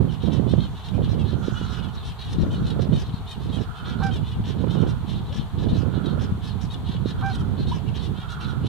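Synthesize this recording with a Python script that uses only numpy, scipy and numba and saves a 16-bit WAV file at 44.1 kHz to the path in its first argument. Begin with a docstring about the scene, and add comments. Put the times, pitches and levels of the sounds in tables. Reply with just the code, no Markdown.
"""From the start, turbulent wind buffets the two microphone ports over a distant traffic wash.
At once egret chicks beg from a nest in a tree, some way off: short, raspy, overlapping keks, each a
pulse train filtered by throat and bill. Leaves hiss and other birds add a few soft notes. After a
second, something hoarse starts to rasp faintly about once a second. Near four and seven seconds a
water bird honks, and the far bank returns an echo."""
import sys
import numpy as np
from scipy import signal
from scipy.fft import rfft, irfft
from scipy.io import wavfile
from scipy.ndimage import uniform_filter1d
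from numba import njit

SR = 44100
rng = np.random.default_rng(int(sys.argv[2]) if len(sys.argv) > 2 else 0)


def digitize_waveform(pressure):
    """Quantize a signal to 16-bit integers and store it at the path in sys.argv[1].

    Rows of a 2-D input are taken as channels; values are limited to [-1, 1].
    """
    field = np.atleast_2d(pressure).T
    bounded = np.clip(field, -1, 1)
    quanta = np.round(bounded * 32767).astype(np.int16)
    wavfile.write(sys.argv[1], SR, quanta)


N = 382788
T = np.arange(N) / SR
MODERATE_DB = -23  # level of a moderate gust


def undb(db):
    """Amplitude grows tenfold every 20 decibels."""
    return 10 ** (np.asarray(db) / 20)


def unit(x):
    """Normalisation to rms 1."""
    return x / np.sqrt(np.mean(x ** 2) + 1e-20)


def at_hz(points, hz):
    """Interpolation of (Hz, value) points on a log-frequency axis."""
    f, value = np.transpose(points)
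    return np.interp(np.log(hz + 1e-3), np.log(f), value)


def colour(x, points):
    """Spectral shaping by a gain curve of (Hz, dB) points; the result has rms 1."""
    hz = np.fft.rfftfreq(x.shape[-1], 1 / SR)
    return unit(irfft(rfft(x) * undb(at_hz(points, hz)), x.shape[-1]))


def walk(rate, size=N):
    """Smooth random modulation of spread 1 that changes about rate times a second."""
    k = max(int(SR / rate), 2)
    held = np.repeat(rng.standard_normal(size // k + 2), k)
    return 1.235 * uniform_filter1d(held, k)[k // 2:k // 2 + size]


def add(out, s, x):
    """Superposition: x joins the mix at s seconds."""
    i = max(int(s * SR), 0)
    out[..., i:i + x.shape[-1]] += x[..., :max(N - i, 0)]


def pan(db):
    """Direction as a level difference, left minus right."""
    return undb(np.array([[db], [-db]]) / 2)


def arch(size):
    """A half-sine envelope, from silence to silence."""
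    return np.sin(np.linspace(0, np.pi, size)).clip(0)


def swells(rows):
    """An amplitude envelope made of (start, length, dB) arches."""
    out = np.zeros(N)
    for s, length, db in rows:
        add(out, s, undb(db) * arch(int(length * SR)))
    return out


def gust_force():
    """Unsteady airflow: its strength at each port, in dB above a moderate gust."""
    # Each row: time in seconds, left level in dB, right level in dB.
    gusts = [(0.0, -25, -17), (0.18, -40, -27.5), (0.28, -38, -18), (0.58, -29.5, -20), (0.84, -38, -39),
             (0.98, -30, -19), (1.34, -31.5, -20.5), (1.56, -32.5, -27.5), (1.86, -40.5, -25.5),
             (2.08, -31, -37.5), (2.16, -42, -40.5), (2.36, -24.5, -26), (2.42, -18, -30.5),
             (2.78, -32.5, -19.5), (2.94, -26, -19.5), (3.32, -38.5, -41), (3.4, -31.5, -27),
             (3.62, -38, -19.5), (3.7, -31, -38.5), (3.76, -44, -41.5), (3.879, -33, -22.5),
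             (4.18, -30, -21), (4.3, -35.5, -35), (4.36, -25.5, -28.5), (4.621, -39.5, -20.5),
             (4.88, -27, -18), (4.96, -32, -28), (5.12, -33, -23), (5.42, -25.5, -36), (5.5, -35, -35.5),
             (5.58, -30, -19.5), (5.74, -23.5, -19), (5.82, -37, -20.5), (6.24, -34, -21), (6.34, -29, -28),
             (6.62, -35, -28), (7.48, -26.5, -24), (8.16, -36, -25), (8.24, -37.5, -35), (8.66, -27, -22.5)]
    s, *ports = np.transpose(gusts)
    return np.array([np.interp(T, s, gust_db) for gust_db in ports]) - MODERATE_DB


def wind(flutter_db=(2.5, 1.82), trim_db=(.13, 1.66), burst_db=2.49, brighten=.4):
    """Turbulence at each port: faster air sheds smaller eddies, so upper octaves swell most, in bursts."""
    # Buffeting in a moderate gust. Each row: frequency in Hz, relative spectral density in dB.
    buffet = [(20, -60), (35, -17.5), (55, -3), (80, 0.5), (125, 1.5), (200, -3.5), (300, -15), (450, -21),
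              (700, -37.5), (1200, -45), (2500, -59)]
    octaves = np.log2((np.fft.rfftfreq(N, 1 / SR) + 1e-3) / 125)
    out = np.zeros((2, N))
    for port, force_db, depth, trim in zip(out, gust_force(), flutter_db, trim_db):
        flutter = depth * walk(30)  # more fitful on the sheltered left
        bursts = burst_db * walk(130)
        eddies = rfft(colour(rng.standard_normal(N), buffet + [(6000, -110)]))
        for octave in range(-3, 5):
            band = irfft(eddies * (1 - abs(octaves - octave)).clip(0), N)
            swell_db = force_db * (1 + brighten * np.clip(octave, -1, 2))
            swing_db = swell_db + flutter + bursts * np.clip(octave, 0, 2)
            port += band * undb(MODERATE_DB + trim + swing_db)
    return out


def sputter(per_s=70, db=-44, steepness=2.2, scatter_db=4):
    """Shot noise: tiny eddies pop at random at each port, growing steeply with the gust."""
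    # Spectrum of a pop. Each row: frequency in Hz, relative spectral density in dB.
    spectrum = [(120, -28), (300, 1), (430, 0.5), (700, -4.5), (1100, -18.5), (2200, -50), (6000, -80)]
    pops = (rng.random((2, N)) < per_s / SR) * rng.choice([-1, 1], (2, N))
    sizes = undb(scatter_db * rng.uniform(-1.5, 1, (2, N)))
    return colour(pops * sizes, spectrum) * undb(db + steepness * gust_force())


def far_noise():
    """Partial coherence: noise from all around is alike at both ports in the midrange, not the treble."""
    # Each row: frequency in Hz, correlation between the ports from 0 to 1.
    likeness = [(60, 0.3), (300, 0.8), (700, 0.96), (1400, 0.4), (3200, 0.04), (7000, 0.07), (15000, 0)]
    alike = at_hz(likeness, np.fft.rfftfreq(N, 1 / SR)).clip(0, 1)
    mid, side = rfft(rng.standard_normal((2, N))) * np.sqrt([1 + alike, 1 - alike])
    return irfft(np.array([mid + side, mid - side]), N)


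def wash(db=-44, wander_db=.063):
    """Distant traffic and the far colony sum incoherently to a nearly steady noise."""
    # Each row: frequency in Hz, relative spectral density in dB.
    spectrum = [(25, 7.5), (100, 5.5), (250, -20), (430, 2.5), (550, -11.5), (700, 0.5), (950, 2),
                (1400, -4.5), (2000, -14.5), (2600, -15), (3400, -9), (4300, -14.5), (5000, -26),
                (8000, -25.5), (15500, -31)]
    return colour(far_noise(), spectrum) * undb(db + wander_db * walk(5.9))


def trees(x, wet_db, t60):
    """Scattering by trunks and foliage adds a diffuse tail that falls 60 dB in t60 seconds."""
    t = np.arange(SR // 2) / SR
    tail = rng.standard_normal((2, len(t))) * np.exp(-np.log(1000) * t / t60) * (t > .003)
    tail /= np.sqrt(np.sum(tail ** 2, axis=1, keepdims=True))
    return x + undb(wet_db) * signal.fftconvolve(np.atleast_2d(x), tail, axes=1)[:, :N]


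def bird_notes():
    """Frequency glides: other birds give short, soft, nearly pure tones."""
    # Each row: start and length in seconds, first and last pitch in Hz, peak in dB,
    # left minus right in dB.
    glides = [(7.715, 0.016, 870, 1086, -26.5, -4), (5.275, 0.069, 385, 650, -43, -3),
              (0.083, 0.03, 3200, 2850, -46, -2)]
    out = np.zeros((2, N))
    for s, length, start_hz, end_hz, db, pan_db in glides:
        size, note = int(length * SR), np.zeros(N)
        phase = 2 * np.pi * np.cumsum(np.linspace(start_hz, end_hz, size)) / SR
        add(note, s, undb(db) * np.sqrt(arch(size)) * np.sin(phase))
        out += trees(note, wet_db=-4, t60=.15) * pan(pan_db)
    return out


def syrinx(hz, rough):
    """A pulse source with a puff of air in each cycle; jitter, shimmer and breath grow with roughness."""
    size = len(hz)
    jitter = .018 * walk(160, size) + .045 * rough * walk(400, size)
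    cycles = np.cumsum(hz * (1 + jitter)) / SR + rng.random()
    from_pulse = (cycles + .5) % 1 - .5
    shimmer = undb((2 + 2.5 * rough) * walk(260, size))
    pulses = np.sinc(.8 * from_pulse * SR / hz) * shimmer
    air = rng.standard_normal(size) * np.exp(-(cycles % 1) / .45)
    return unit(pulses) + (.15 + .5 * rough) * unit(air)


@njit
def resonate(x, hz, width):
    """A moving resonance: a band-pass of fixed width in Hz whose centre follows hz."""
    y, band, low = np.empty(len(x)), 0., 0.
    for i in range(len(x)):
        g, k = np.tan(np.pi * hz[i] / SR), width / hz[i]
        v = (band + g * (x[i] - low)) / (1 + g * (g + k))
        band, low, y[i] = 2 * v - band, low + 2 * g * v, k * v
    return y


def kek(length, hz, throat_hz, db, bright_db, bill_hz=5700, bill_width_hz=1200.):
    """Source and filter: pitch and resonances rise as the bill opens and fall as it shuts."""
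    # The voice, from broad clack to narrow squeak. Each row: pitch in Hz, throat bandwidth in Hz,
    # fall of its resonance as a share, roughness from 0 to 1, then bill ring, sizzle and croak in dB.
    voices = [(318, 770, .02, .34, -2, -10.5, -7.5), (450, 740, .06, .44, -9.5, -9, -14),
              (640, 470, 0.073, .48, -14.5, -9, -21)]
    # Fixed midrange colour of the calls, as the microphone hears them.
    # Each row: frequency in Hz, gain in dB.
    body_curve = [(1200, -9), (2000, -7.5), (2600, 1.5), (3050, 6), (3500, 3.5), (4250, 5), (4700, -6),
                  (6000, -41)]
    # Colours of the ring, sizzle and croak. Each row: frequency in Hz, gain in dB.
    bill_curve = [(3000, 6), (4000, -8), (4700, -3.5), (5600, -7), (6200, -10), (6800, -11), (8500, -13)]
    sizzle_curve = [(5800, 0.5), (7300, -4), (8200, 1), (8800, -10), (9600, 1.5), (11000, -11.5),
                    (13000, -13), (15500, -27)]
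    croak_curve = [(600, -30), (1200, -13), (1700, 8), (2100, -5), (2600, -6), (3600, -30), (6000, -50)]
    pitches, *traits = np.transpose(voices)
    width_hz, fall, rough, ring_db, sizzle_db, croak_db = (np.interp(hz, pitches, c) for c in traits)
    slide, hoarse = rng.standard_normal(2) * [.05, .075]  # no two calls bend or rasp alike
    swell = arch(int(length * SR))
    progress = np.linspace(0, 1, len(swell))
    gape = np.sin(np.pi * progress ** .78).clip(0)  # the bill opens faster than it closes
    pitch = hz * (1 + .11 * (gape - .88) + slide * (progress - .5))
    voice = syrinx(pitch, np.clip(rough + hoarse, 0, 1))
    formant = throat_hz * (1 + .2 * (gape - .8) - fall * (progress - .5))
    throat = resonate(colour(voice, body_curve), formant, float(width_hz))
    bill = resonate(colour(voice, bill_curve), bill_hz * (1 + .3 * (gape - .95)), bill_width_hz)
    ring = undb(ring_db) * unit(bill * swell ** 1.5)  # strongest while the bill is wide open
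    sizzle = undb(sizzle_db) * unit(colour(voice, sizzle_curve) * swell)
    croak = undb(croak_db) * unit(colour(voice, croak_curve) * swell)
    body = unit(throat * gape ** .5) + croak
    return undb(db) * body, undb(db + bright_db) * (ring + sizzle)


def twigs(x, echo_db, count=6):
    """Early reflections off nest and branches, anew for each port and each turn of the head."""
    out = np.array([x, x])
    for port in out:
        for lag, sign in zip(rng.integers(8, SR // 160, count), rng.choice([-1, 1], count)):
            port[lag:] += sign * undb(echo_db) * x[:-lag]
    return out / np.sqrt(1 + count * undb(echo_db) ** 2)


def chicks():
    """Superposition of begging calls, reflected by the nest and scattered by the tree."""
    # Each row: start and length in seconds, pitch and throat resonance in Hz, level in dB,
    # brightness in dB (the wider the bill opens, the brighter).
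    calls = [(0.091, 0.076, 378, 3260, -51.5, -6), (.2, 0.1, 470, 3560, -49.5, -5),
             (.302, .088, 387, 3460, -46.5, -5), (.47, 0.09, 501, 3550, -47, -5.5),
             (.56, .13, 519, 3380, -48.5, -12), (.746, 0.079, 383, 3450, -51.5, -11),
             (.814, .1, 453, 3370, -48.5, -6), (.934, .048, 603, 2500, -54, -4),
             (1.02, 0.057, 402, 3400, -47, -10), (1.075, 0.087, 337, 3670, -52, -5),
             (1.179, 0.055, 565, 2950, -48, -6), (1.239, 0.12, 421, 3620, -49.5, -10),
             (1.42, 0.1, 334, 3580, -50.5, -4), (1.537, 0.12, 499, 3200, -47, -7),
             (1.676, .094, 410, 3700, -51.5, 1), (1.722, .096, 332, 3200, -49, -6),
             (1.82, 0.048, 575, 3260, -46, -9), (1.871, 0.036, 634, 2900, -53, -6),
             (1.927, 0.054, 285, 3900, -56, -3), (1.962, 0.078, 445, 3730, -50.5, -19),
             (2.022, .11, 455.4, 3450, -48.5, -1), (2.188, 0.13, 487, 3570, -47.5, -7.5),
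             (2.285, 0.078, 455, 3580, -49.5, 2), (2.376, 0.08, 311.6, 3900, -51, -7),
             (2.501, .061, 626, 3270, -47, -4), (2.622, 0.12, 498, 3670, -47, -3),
             (2.787, 0.075, 329, 3700, -50, -3), (2.923, 0.069, 621, 3470, -44.5, -3),
             (2.963, 0.083, 327, 3440, -51, 1.5), (3.019, .1, 403, 3730, -53, -10),
             (3.259, 0.1, 613, 3480, -45.5, -2), (3.39, .11, 509, 3600, -53, -2.5),
             (3.517, 0.079, 632, 3360, -45.5, -3), (3.575, 0.082, 329, 3630, -52.5, -4),
             (3.842, .11, 331.4, 3560, -46, -10), (4.01, 0.096, 327, 3600, -51.5, 2),
             (4.11, 0.084, 610, 3220, -44, -3.5), (4.229, 0.14, 505, 3360, -49, -8),
             (4.434, .11, 303, 3460, -47.5, -5.5), (4.678, 0.11, 527, 3440, -47, -4.5),
             (4.785, 0.065, 614, 3100, -48.5, -5), (4.858, 0.074, 392, 3540, -51.5, 1),
             (5.059, 0.1, 422, 3500, -49.5, -3.5), (5.139, 0.069, 507, 3600, -49.5, -11),
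             (5.246, 0.078, 637, 3630, -54, -8), (5.313, 0.097, 337, 3360, -48.5, -3),
             (5.573, 0.1, 288.5, 3760, -51, -6), (5.683, 0.045, 606, 3600, -45, -7),
             (5.736, 0.11, 319, 3140, -54.5, 0.5), (5.926, .071, 431, 3530, -51, -17),
             (6.033, 0.067, 632, 3620, -45.5, -9), (6.187, 0.085, 325, 3430, -51, 0.5),
             (6.414, 0.1, 427, 3510, -49.5, -1), (6.596, 0.083, 335, 3790, -58.5, 7),
             (6.701, 0.058, 625, 3680, -44, -4.5), (6.87, 0.11, 393, 3540, -47.5, -11),
             (7.044, 0.077, 468, 3800, -51, -3), (7.059, 0.076, 341, 3700, -49.5, -5),
             (7.18, .051, 458, 3330, -51.5, -8), (7.229, 0.11, 331, 3150, -56, 1),
             (7.312, .066, 630, 3600, -48, 2), (7.373, 0.06, 641, 3200, -53.5, 3),
             (7.567, .083, 429, 3700, -51.5, -14), (7.662, 0.074, 542, 3770, -46.5, -3),
             (7.702, .1, 332, 3000, -51, -3), (7.862, 0.047, 579, 2690, -51, -8),
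             (7.941, 0.05, 294, 3200, -46, -8), (8.001, 0.085, 493, 3530, -47, -3),
             (8.147, 0.11, 456, 3200, -49.5, -10), (8.28, 0.09, 566, 3570, -48, -0.5),
             (8.391, 0.07, 393, 2700, -50.5, -3), (8.443, 0.096, 478, 3620, -50, -6),
             (8.629, 0.13, 450, 3140, -49, -2)]
    low, high = np.zeros((2, 2, N))
    for s, *call in calls + chatter():
        body, treble = kek(*call)
        add(low, s, twigs(body, echo_db=-14))
        add(high, s, twigs(treble, echo_db=-7.5))
    # leaves absorb the treble, so its tail is weaker
    return (trees(low, wet_db=-4, t60=.14) + trees(high, wet_db=-12, t60=.26)) * pan(db=1.5)


def chatter(gap_s=.33, length_s=.075, hz=479, throat_hz=3680, db=-51.5, bright_db=-8, spread=.12):
    """Random variation about one call gives rows of weaker, duller keks from deeper in the nest."""
    starts = np.arange(0, T[-1], gap_s)
    chance = rng.uniform(-1.1, 1, (len(starts), 4))
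    return [(s + gap_s * (1 + late) / 2, length_s, hz * (1 + spread * sharp),
             throat_hz * (1 + spread * tight), db + 3 * loud, bright_db)
            for s, (late, sharp, tight, loud) in zip(starts, chance)]


def leaves(flutter_db=2):
    """Amplitude-modulated treble noise: leaves overhead hiss in the breeze."""
    # Each row: start in seconds, length in seconds, level in dB.
    breezes = [(.15, 0.98, -69), (1.3, 0.5, -58.5), (2.3, 0.47, -66)]
    # Each row: frequency in Hz, gain in dB.
    spectrum = [(4000, -43), (5200, 3), (6400, 7), (7400, -2), (8400, -4), (9500, -18), (13000, -22)]
    return colour(far_noise(), spectrum) * swells(breezes) * undb(flutter_db * walk(40.6))


def thumps(cycles=.4):
    """A pressure transient: an eddy hits a port and gives it a single swing."""
    # Each row: time in seconds, peak in dB, frequency in Hz, left minus right in dB.
    eddies = [(0.468, -20, 330, -19), (1.041, -20, 121, -22), (1.484, -18, 280, -25),
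              (2.386, -15.5, 178, 21.5), (2.436, -14.5, 146, 22), (2.892, -17, 139, 14),
              (3.143, -22, 142, 23), (4.404, -13, 151, 2), (5.222, -32, 146, 14), (5.397, -22.5, 161, 25.5),
              (5.732, -12, 124, 18), (6.324, -17, 133, 20), (6.641, -16, 131, -15),
              (6.896, -23.5, 161, -24), (7.059, -18.5, 288, -23), (7.436, -18, 162, 13),
              (7.686, -23.5, 131, -25)]
    out = np.zeros((2, N))
    t = np.arange(-SR // 50, SR // 50) / SR
    for s, db, hz, pan_db in eddies:
        swing = -np.cos(2 * np.pi * hz * t) * np.exp(-(hz * t / cycles) ** 2)
        add(out, s + t[0], undb(db) * pan(pan_db) * swing)
    return out


def rasps(flutter_db=1.5):
    """Narrow-band noise in fluttering swells: something hoarse, far off to the right."""
    # Each row: start in seconds, length in seconds, level in dB.
    calls = [(1.25, 0.77, -47), (2.3, 0.65, -51), (3.55, 0.68, -46.5), (4.55, 0.54, -50.5),
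             (5.72, 0.68, -47.5), (6.95, 0.66, -51), (8.1, 0.61, -45.5)]
    # Each row: frequency in Hz, gain in dB.
    spectrum = [(400, -45), (800, -22), (1150, -11), (1280, -4), (1400, 0), (1480, -5), (1580, -14),
                (1720, -16), (1900, -30), (3000, -38), (6000, -65)]
    return colour(far_noise(), spectrum) * swells(calls) * undb(flutter_db * walk(50)) * pan(db=-14)


def honks(jitter=.0026, rasp_db=-3, echo_s=.31, echo_db=-27):
    """A reedy harmonic tone starts hoarse, clears and sags; reflection at the far bank returns it."""
    # Each row: start and length in seconds, reference pitch in Hz, reference level in dB.
    calls = [(4.003, 0.11, 798, -33.5), (7.211, 0.12, 799.5, -33)]
    # Course of a honk. Each row: share of the length, pitch ratio, gain in dB, roughness (0 is clear).
    course = [(0, .93, -10, 1.33), (.13, 0.97, 0.5, 1.1), (.28, 0.98, 5, 0.22), (.5, 0.98, 5, 0.02),
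              (.7, .985, 1, .05), (.87, 0.93, -2.5, 0), (1, 0.99, -16, 0.3)]
    # Each row: harmonic number, relative level in dB.
    partials = [(1, 6.5), (2, 1), (3, -14), (4, -29), (5, -25), (6, -59), (7, -39), (8, -32)]
    # Each row: frequency in Hz, gain in dB.
    rasp_curve = [(500, -39), (800, -2), (1200, -1), (1550, -12), (2100, -41), (6000, -60)]
    out, echo = np.zeros((2, N))
    share, *shape = np.transpose(course)
    for s, length, hz, db in calls:
        size = int(length * SR)
        ratio, swell_db, rough = (np.interp(np.linspace(0, 1, size), share, c) for c in shape)
        pitch = hz * ratio * (1 + (jitter + .024 * rough) * walk(500, size))
        phase = 2 * np.pi * np.cumsum(pitch) / SR
        tone = unit(sum(undb(level) * np.sin(k * phase) for k, level in partials))
        rasp = colour(rng.standard_normal(size), rasp_curve)
        add(out, s, undb(db + swell_db) * ((1 - .5 * rough) * tone + undb(rasp_db) * rough * rasp))
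    add(echo, echo_s, colour(out, [(700, -10), (1570, -5), (3000, -20)]) * np.std(out))
    direct = trees(out, wet_db=-14, t60=.3) * pan(db=-6.5)
    return direct + undb(echo_db) * trees(echo, wet_db=4, t60=1.0)


def scene():
    """Superposition: the pressures of all sources add at the two ports."""
    birds = chicks() + honks() + bird_notes()
    buffeting = wind() + sputter() + thumps()
    return birds + buffeting + wash() + rasps() + leaves()


def record(dry, ease_s=.006, top_hz=15500):
    """Band limiting: a steep low-pass cuts the top of the sound, which eases in and out."""
    ease = (np.minimum(T, T[-1] - T) / ease_s).clip(0, 1)
    return signal.sosfilt(signal.ellip(10, .1, 80, top_hz, fs=SR, output="sos"), dry * ease)


dry = scene()
out = record(dry)
digitize_waveform(out)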